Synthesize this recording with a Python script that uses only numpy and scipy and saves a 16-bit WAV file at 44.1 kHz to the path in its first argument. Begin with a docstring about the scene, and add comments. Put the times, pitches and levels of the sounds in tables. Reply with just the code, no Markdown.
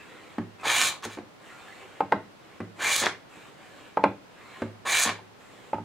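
"""Planing the end of a board

Close by in a small workshop, a wooden hand plane trims a board's end grain three times. It is set down
with a thud, slides, rasps through thousands of tiny fibres, tears out of the far edge and is drawn back.
Between strokes the board is tipped up and knocked down, so board and bench ring. The room hums softly."""
import sys
import numpy as np
from scipy import signal
from scipy.fft import rfft, irfft, next_fast_len
from scipy.io import wavfile
from scipy.ndimage import uniform_filter1d, map_coordinates

SR = 44100
rng = np.random.default_rng(int(sys.argv[2]) if len(sys.argv) > 2 else 0)


def pcm_store(signal):
    """Save signal as 16-bit PCM."""
    levels = np.round(np.clip(np.atleast_2d(signal), -1, 1) * 32767)
    wavfile.write(sys.argv[1], SR, levels.astype(np.int16).T)


N = 257544
TIME = np.arange(N) / SR  # seconds since the scene began
AGE = np.arange(SR // 2) / SR  # seconds since a blow

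# Levels in the tables are relative. A "fade" is the time a sound takes to drop by 60 dB.
# The blade in the wood: (t/s, length/s, level/dB, bite-in time/s, fade/s, extra hiss/dB)
STROKES = [(0.631, 0.25, -24.5, 0.036, 0.17, -2), (1.022, 0.03, -36, 0.021, 0.06, 1.5),
           (1.071, 0.067, -44, 0.023, 0.19, -7), (2.787, 0.22, -27, 0.045, 0.17, 0.5),
           (4.849, 0.19, -25.5, 0.039, 0.17, 1.5)]
# Tone of the cut's low growl, middle rasp and high hiss: (f/Hz, level/dB)
GROWL_TONE = [(60, -38), (200, -14.5), (450, -5.5), (800, 1.5), (1250, -1.5), (1600, -14.5), (2500, -22),
              (6000, -74)]
RASP_TONE = [(200, -81), (900, -35), (1500, 2), (2500, -1.5), (2900, -1), (4100, -3), (4700, -6.5),
             (5600, -21), (7000, -32), (16000, -69.5)]
HISS_TONE = [(2500, -43), (3400, -12), (4100, 4.5), (5200, -8.5), (6300, -2), (7400, -1.5), (8300, -15),
             (9000, -7.5), (9700, -5), (10400, -13), (12500, -15), (13700, -8.5), (14600, -36), (16000, -8)]
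# Sharp ticks: hard fibres snapping, and a few low ones as the blade judders on biting in: (t/s, level/dB,
# brightness f/Hz)
SNAPS = [(0.599, -50, 4000), (0.612, -48, 8000), (0.654, -19.5, 1110), (0.668, -18, 1110),
         (0.711, -36, 8900), (0.815, -13, 7100), (1.025, -40, 6000), (1.052, -28, 8000),
         (1.365, -57.5, 5100), (2.849, -22.5, 1100), (2.963, -13.5, 9900), (3.040, -18, 4000),
         (3.060, -17, 4970), (3.067, -12, 1800), (4.999, -16.5, 11000), (5.092, -17, 3160)]
def cutting():
    """The blade cuts thousands of fibres a second; the wood's growth rings make the force flutter."""
    fibres = grains(rate=11000, spread_db=3.0) * amp(1.2 * wobble(170))
    fibres = shifting(ringing_pitches(fibres, plain=0.72), depth_db=1.5)
    growl, rasp, hiss = (unit(coloured(fibres, tone)) for tone in (GROWL_TONE, RASP_TONE, HISS_TONE))
    out = tear_strength() * (amp(-7.5) * growl + amp(-4) * rasp)  # tearing growls and rasps too
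    progress = np.zeros(N)  # 0 at the bite, 1 at the end of the stroke
    for s, length, *_ in STROKES:
        progress = np.where(TIME >= s, np.minimum((TIME - s) / length, 1), progress)
    # The cut brightens on its way: growl and rasp drop while the hiss grows.
    growl = growl * amp(-8.5 - 6.5 * (progress - .5))
    rasp = gliding(rasp, progress, from_hz=1320, to_hz=4640, lift_db=3.5, octaves=0.44)
    rasp = rasp * amp(-2 - 2 * (progress - .5))
    hiss = hiss * amp(-2.5 + 6 * (progress - .5))
    bench_boom = amp(-29.5) * resonance(rng.standard_normal(N), hz=112, width_hz=44)
    for s, length, db, bite, run_out, hiss_db in STROKES:
        age = np.maximum(TIME - s, 0)
        depth = (1 - np.exp(-age / bite)) * fade(np.maximum(age - length, 0), run_out)
        low = depth ** 0.45 * (bench_boom + growl)  # there as soon as the blade catches
        high = amp(hiss_db) * depth ** 1.43 * hiss  # needs a deep bite
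        out += amp(db) * (low + depth * rasp + high)
    for s, db, bright_hz in SNAPS:
        burst = rng.standard_normal(len(AGE)) * fade(AGE, 0.0085)
        tone = [(80, -18), (900, 0), (bright_hz * 1.11, -3), (bright_hz * 2, -22), (bright_hz * 5, -50)]
        add(out, s, amp(db) * coloured(burst, tone))
    return in_shop(out, wet_db=-9.5)


# Fixed narrow pitches that ring through the cut: (f/Hz, width/Hz, level/dB)
CUT_PITCHES = [(1087, 40, 3), (1254, 16, 0), (1766, 44, 0.5), (2240, 92, 0), (2354, 24, 9.5), (3402, 26, 1),
               (3680, 32, -36), (6870, 44, 9), (6290, 57, 6.5), (6730, 100, 0), (7860, 600, 2.5),
               (8470, 140, 9.5), (9290, 91, 8)]
def ringing_pitches(x, plain):
    """Narrow pitches ring on top of the plain scraping."""
    def response(f):
        return plain + sum(amp(db) * peak(f, hz, width) for hz, width, db in CUT_PITCHES)
    return unit(filtered(x, response))


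def gliding(x, progress, from_hz, to_hz, lift_db, octaves):
    """A louder band of pitches climbs as the blade crosses the board."""
    hz, t, spectrum = signal.stft(x, SR, nperseg=512)
    centre = from_hz * (to_hz / from_hz) ** np.interp(t, TIME, progress)
    away = np.log2((hz[:, None] + 1) / centre) / octaves
    return unit(signal.istft(spectrum * amp(lift_db * np.exp(-away ** 2)), SR, nperseg=512)[1][:N])


# The blade breaking out of the far edge: (t/s, length/s, level/dB)
TEARS = [(1.031, 0.024, -41), (3.019, 0.056, -30.5), (5.051, 0.05, -29.5)]
def tear_strength():
    """How hard the edge is tearing: each tear starts sharply and dies fast."""
    return sum(amp(db) * gesture(s, length, rise=0.00047, fade_s=0.056) for s, length, db in TEARS)


# Tone of tearing wood: (f/Hz, level/dB)
TEAR_TONE = [(50, -34), (110, -21), (400, -3), (1000, 0), (1700, -2), (3000, -10.5), (4500, -13),
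             (9000, -22), (16000, -50)]
def tearing():
    """Nothing holds up the far edge, so its fibres break in coarse bundles."""
    bundles = unit(coloured(grains(rate=1600, spread_db=3.5), TEAR_TONE))
    return in_shop(amp(-2.0) * tear_strength() * bundles, wet_db=-2)


# The board hitting the bench: (t/s, board level/dB, bench and clack level/dB)
KNOCKS = [(2.0057, -15, -14), (2.1225, -13, -5.5), (3.9718, -10.5, -12.5), (4.039, -8.5, -3.5),
          (5.19, -53, -36), (5.7315, -15.5, -25), (5.782, -24.5, -37)]
# The notes that board and bench ring with: (f/Hz, level/dB, fade/s)
BOARD_NOTES = [(571.5, -7.5, 0.05), (797, -5, 0.021), (879.5, -2, 0.054), (978, -24.5, 0.097),
               (1240, -19, 0.068), (1480, -23, 0.022), (1970, -50, 0.055), (2220, -39, 0.035)]
BENCH_NOTES = [(106.1, -20, 0.16), (197, -8, 0.15), (285.8, -13, 0.19), (331.7, -8, 0.1), (490, -1.5, 0.05),
               (557, -8, 0.064), (624, -7, 0.087), (793, -8, 0.073), (1053, -3, 0.092), (1360, -12, 0.069),
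               (1585, -7.5, 0.068), (2120, -17, 0.066)]
# Tone of the clack: (f/Hz, level/dB)
CLACK_TONE = [(50, -17), (180, -8), (500, 3.5), (850, 9.5), (1200, -3), (1700, -6.5), (2600, -8.5),
              (3200, -21), (4400, -22), (6000, -32.5), (15000, -43)]
def board_knocks():
    """The board clacks on the bench and both ring; a faint lead-in tick sounds just before each clack."""
    out = np.zeros((2, N))
    for s, board_db, clack_db in KNOCKS:
        board = amp(board_db + 2.0) * ring(BOARD_NOTES, attack=0.00031)
        bench = amp(clack_db - 10.5) * ring(BENCH_NOTES, attack=0.0031, lag=0.0514)
        clack = amp(clack_db - 6) * crack(CLACK_TONE, rattle=3.16, fade_s=0.025, dull_hz=4480)
        add(out, s, in_shop(board + bench, wet_db=-11) + in_shop(clack, wet_db=-9.5))
        lead_in = amp(clack_db - 24) * crack(CLACK_TONE, rattle=1.4, fade_s=0.03, dull_hz=6000)
        add(out, s - 0.0033, lead_in)
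    return out


# The plane bumping the bench: (t/s, ring level/dB, bump level/dB)
THUDS = [(0.383, -25, -21.5), (1.053, -35.5, -25), (1.173, -39.5, -29.5), (1.186, -40.5, -30),
         (2.604, -29, -24), (3.018, -34, -25.5), (3.369, -54.5, -38), (4.620, -25.5, -18.5),
         (5.059, -31, -29), (5.743, -32.5, -27), (5.799, -34.5, -48)]
# The notes of the plane's body: (f/Hz, level/dB, fade/s)
PLANE_NOTES = [(104.9, -11, 0.54), (177.7, -11.5, 0.5), (228.4, -1.5, 0.14), (292.4, -6.5, 0.16),
               (370, -5.5, 0.15), (590, -22.5, 0.017), (625, -20, 0.08), (1157, -29, 0.11)]
# Tone of the bump: (f/Hz, level/dB)
BUMP_TONE = [(50, -8), (110, -3.5), (300, 5.5), (500, 7.5), (1100, -3.5), (1500, -4), (2500, -13),
             (4000, -27.5), (8000, -31), (15000, -52)]
def plane_thuds():
    """The heavy plane lands with a dull bump; its low notes arrive last, so the boom sinks."""
    out = np.zeros((2, N))
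    for s, ring_db, bump_db in THUDS:
        body = amp(ring_db) * ring(PLANE_NOTES, attack=0.00095, lag=0.012)
        bump = amp(bump_db) * crack(BUMP_TONE, rattle=2.37, fade_s=0.044, dull_hz=6000)
        add(out, s, in_shop(body, wet_db=-11.5) + in_shop(bump, wet_db=-7.5))
    return out


# The plane sliding on the bench: (t/s, length/s, speed-up time/s, level/dB, hiss against rub/dB)
SLIDES = [(-0.05, 0.39, 0.046, -51, -19.5), (0.571, 0.096, 0.07, -45, -18), (1.37, 0.46, 0.086, -49, -17.5),
          (1.823, 0.16, 0.066, -53, -17.5), (2.292, 0.28, 0.27, -54.5, -22),
          (2.75, 0.096, 0.066, -43.5, -14), (3.274, 0.2, 0.052, -51, -16), (3.501, 0.37, 0.14, -50.5, -19),
          (4.252, 0.35, 0.41, -44.5, -20), (5.375, 0.33, 0.034, -55, -15)]
# Tone of the rub and fine hiss of the sole, the plane's underside: (f/Hz, level/dB)
RUB_TONE = [(50, -57), (110, -29), (280, 1.5), (420, 0.5), (900, -1.5), (1600, -1), (2450, -3.5),
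            (4000, -12.5), (6000, -33.5), (9000, -44)]
SOLE_HISS_TONE = [(3000, -39), (5500, -2.5), (7500, 5.5), (9500, -4), (12000, -11), (14500, -13),
                  (16000, -21)]
def sliding():
    """Wood rubs on wood: each slide speeds up, holds and dies away as the hand slows."""
    rub_level, hiss_level = np.zeros(N), np.zeros(N)
    for s, length, rise, db, hiss_db in SLIDES:
        speed = gesture(s, length, rise, fade_s=0.39)
        rub_level = np.hypot(rub_level, amp(db) * speed)
        hiss_level = np.hypot(hiss_level, amp(db + hiss_db) * speed)
    friction = shifting(coloured(grains(rate=6400, spread_db=1), RUB_TONE), depth_db=3.3)
    sole_ring = amp(-14.5) * resonance(rng.standard_normal(N), hz=2300, width_hz=350)
    rub = amp(-2.0) * rub_level * (friction + sole_ring)
    hiss = amp(0.5) * hiss_level * unit(coloured(rng.standard_normal(N), SOLE_HISS_TONE))
    return in_shop(amp(0.33 * wobble(35)) * (rub + hiss), wet_db=-4.5)


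# How long the room echoes at each pitch: (f/Hz, fade/s)
ECHO_FADES = [(80, 0.31), (210, 0.44), (560, 0.24), (900, 0.2), (2000, 0.27), (4000, 0.25), (12000, 0.18)]
def in_shop(x, wet_db, gap=0.0049):
    """The direct sound plus the workshop's echo, which swells in after a short gap at level wet_db."""
    hz, t, noise = signal.stft(rng.standard_normal((2, SR // 2)), SR, nperseg=256)
    dying = noise * fade(t, along(ECHO_FADES, hz)[:, None])
    tail = signal.istft(dying, SR, nperseg=256)[1][:, :len(AGE)]
    tail = tail * (1 - np.exp(-(AGE / gap) ** 2))
    echo = stereo(*tail / np.linalg.norm(tail[0]))
    return x + amp(wet_db) * signal.fftconvolve(x[None], echo, axes=1)[:, :len(x)]


# How much the echo differs between left and right: (f/Hz, level/dB)
ECHO_WIDTH = [(40, 3), (120, -12.5), (300, -16.5), (600, -14), (1000, -10.5), (2000, -5.5), (5000, -1.5),
              (14000, 2)]
def stereo(mid, side):
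    """The echo spreads widest in the treble and the deepest bass."""
    side = filtered(side, lambda hz: amp(along(ECHO_WIDTH, hz)))
    return np.array([mid + side, mid - side])


# Tone of the room's background noise: (f/Hz, level/dB)
HUM_TONE = [(20, 2.5), (60, -12.5), (110, -2.5), (170, -3.5), (400, -4), (1000, -7.5), (4000, -19.5),
            (15000, -37.5)]
def shop_air():
    """The low, steady noise of the room, different on the left and right."""
    return amp(-51.5) * np.array([unit(coloured(rng.standard_normal(N), HUM_TONE)) for _ in range(2)])


def grains(rate, spread_db):
    """Tiny breaks of random size at random moments, about `rate` a second."""
    clicks = (rng.random(N) < rate / SR) * rng.standard_normal(N)
    return unit(clicks * amp(spread_db * np.clip(rng.standard_normal(N), -2, 2)))


def ring(notes, attack, lag=0, prompt_hz=350):
    """Struck wood rings with fading notes; slow bending waves let those below prompt_hz lag behind."""
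    swing = np.zeros(len(AGE))
    for k, (hz, db, fade_s) in enumerate(notes):
        age = np.maximum(AGE - lag * max(np.sqrt(prompt_hz / hz) - 1, 0), 0)
        strength = (-1) ** k * amp(db + rng.normal(0, 0.4))  # no two blows are quite alike
        swing += strength * fade(age, fade_s) * np.sin(2 * np.pi * hz * age) * (1 - np.exp(-age / attack))
    return swing


def crack(tone, rattle, fade_s, dull_hz):
    """A sharp click of contact, then the dense, duller ring of the wood."""
    pulse = np.zeros(len(AGE))
    pulse[0] = 1
    tail = rng.standard_normal(len(AGE)) * fade(AGE, fade_s)
    tail = filtered(tail / np.linalg.norm(tail), lambda hz: (1 + 1j * hz / dull_hz) ** -2)
    return coloured(pulse + rattle * tail, tone) / np.abs(coloured(pulse, tone)).max()


def shifting(x, depth_db):
    """Pitches swell and fade at random as the point of contact moves along the board."""
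    spectrum = signal.stft(x, nperseg=1024)[2]
    swell = uniform_filter1d(rng.standard_normal(spectrum.shape), size=7, axis=0)  # smooth over pitch
    swell = uniform_filter1d(swell, size=6, axis=1)  # and over time
    return unit(signal.istft(spectrum * amp(depth_db * unit(swell)), nperseg=1024)[1][:N])


def gesture(start, length, rise, fade_s):
    """The strength of a movement: it rises, holds, then fades."""
    return np.clip((TIME - start) / rise, 0, 1) * fade(np.maximum(TIME - start - length, 0), fade_s)


def peak(f, hz, width_hz):
    """How something that rings at hz answers a push at frequency f."""
    return 1j * f * width_hz / (hz * hz - f * f + 1j * f * width_hz)


def resonance(x, hz, width_hz):
    """Make x ring around one pitch."""
    return unit(filtered(x, lambda f: peak(f, hz, width_hz)))


def coloured(x, tone, size=4096):
    """Give x a tone, using a filter that rings only after each click, never before."""
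    cepstrum = irfft(np.log(amp(along(tone, np.fft.rfftfreq(size, 1 / SR)))))
    cepstrum[1:size // 2] *= 2
    cepstrum[size // 2 + 1:] = 0
    kernel = irfft(np.exp(rfft(cepstrum)))
    return signal.fftconvolve(x, kernel / np.linalg.norm(kernel))[:len(x)]


def filtered(x, response):
    """Multiply each frequency in x by response(frequency)."""
    n = x.shape[-1]
    padded = next_fast_len(n + SR // 4, True)
    return irfft(rfft(x, padded) * response(np.fft.rfftfreq(padded, 1 / SR)), padded)[..., :n]


def wobble(rate):
    """A smooth curve through `rate` random points a second."""
    return map_coordinates(rng.standard_normal(int(N * rate / SR) + 4), [TIME * rate])


def fade(t, fade_s):
    """Die away by 60 dB every fade_s seconds."""
    return np.exp(-np.log(1000) * t / fade_s)


def along(points, hz):
    """Read between the rows of a (f/Hz, value) table, with octaves evenly spaced."""
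    freqs, values = np.transpose(points)
    return np.interp(np.log(hz + 1), np.log(freqs), values)


def amp(db):
    """Turn decibels into a multiplier."""
    return 10 ** (np.asarray(db) / 20)


def unit(x):
    """Scale x to an average (rms) size of 1."""
    return x / np.sqrt(np.mean(x ** 2) + 1e-20)


def add(track, s, sound):
    """Mix a sound into a track at s seconds."""
    part = track[..., round(s * SR):][..., :sound.shape[-1]]
    part += sound[..., :part.shape[-1]]


def scene():
    """All the sounds together, a touch to the right."""
    mix = cutting() + tearing() + board_knocks() + plane_thuds() + sliding() + shop_air()
    return mix * amp([[-.25], [.25]])


def record(dry):
    """Thin the deep bass, flatten the hardest peaks and cut the very highest treble."""
    bass_hz, ceiling, top_hz = 55, 0.54, 15700
    thin = signal.sosfilt(signal.butter(2, bass_hz / (SR / 2), "high", output="sos"), dry)
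    held = thin / (1 + (thin / ceiling) ** 8) ** (1 / 8)
    return filtered(held, lambda hz: 1 / np.sqrt(1 + (hz / top_hz) ** 400))


dry = scene()
out = record(dry)
pcm_store(out)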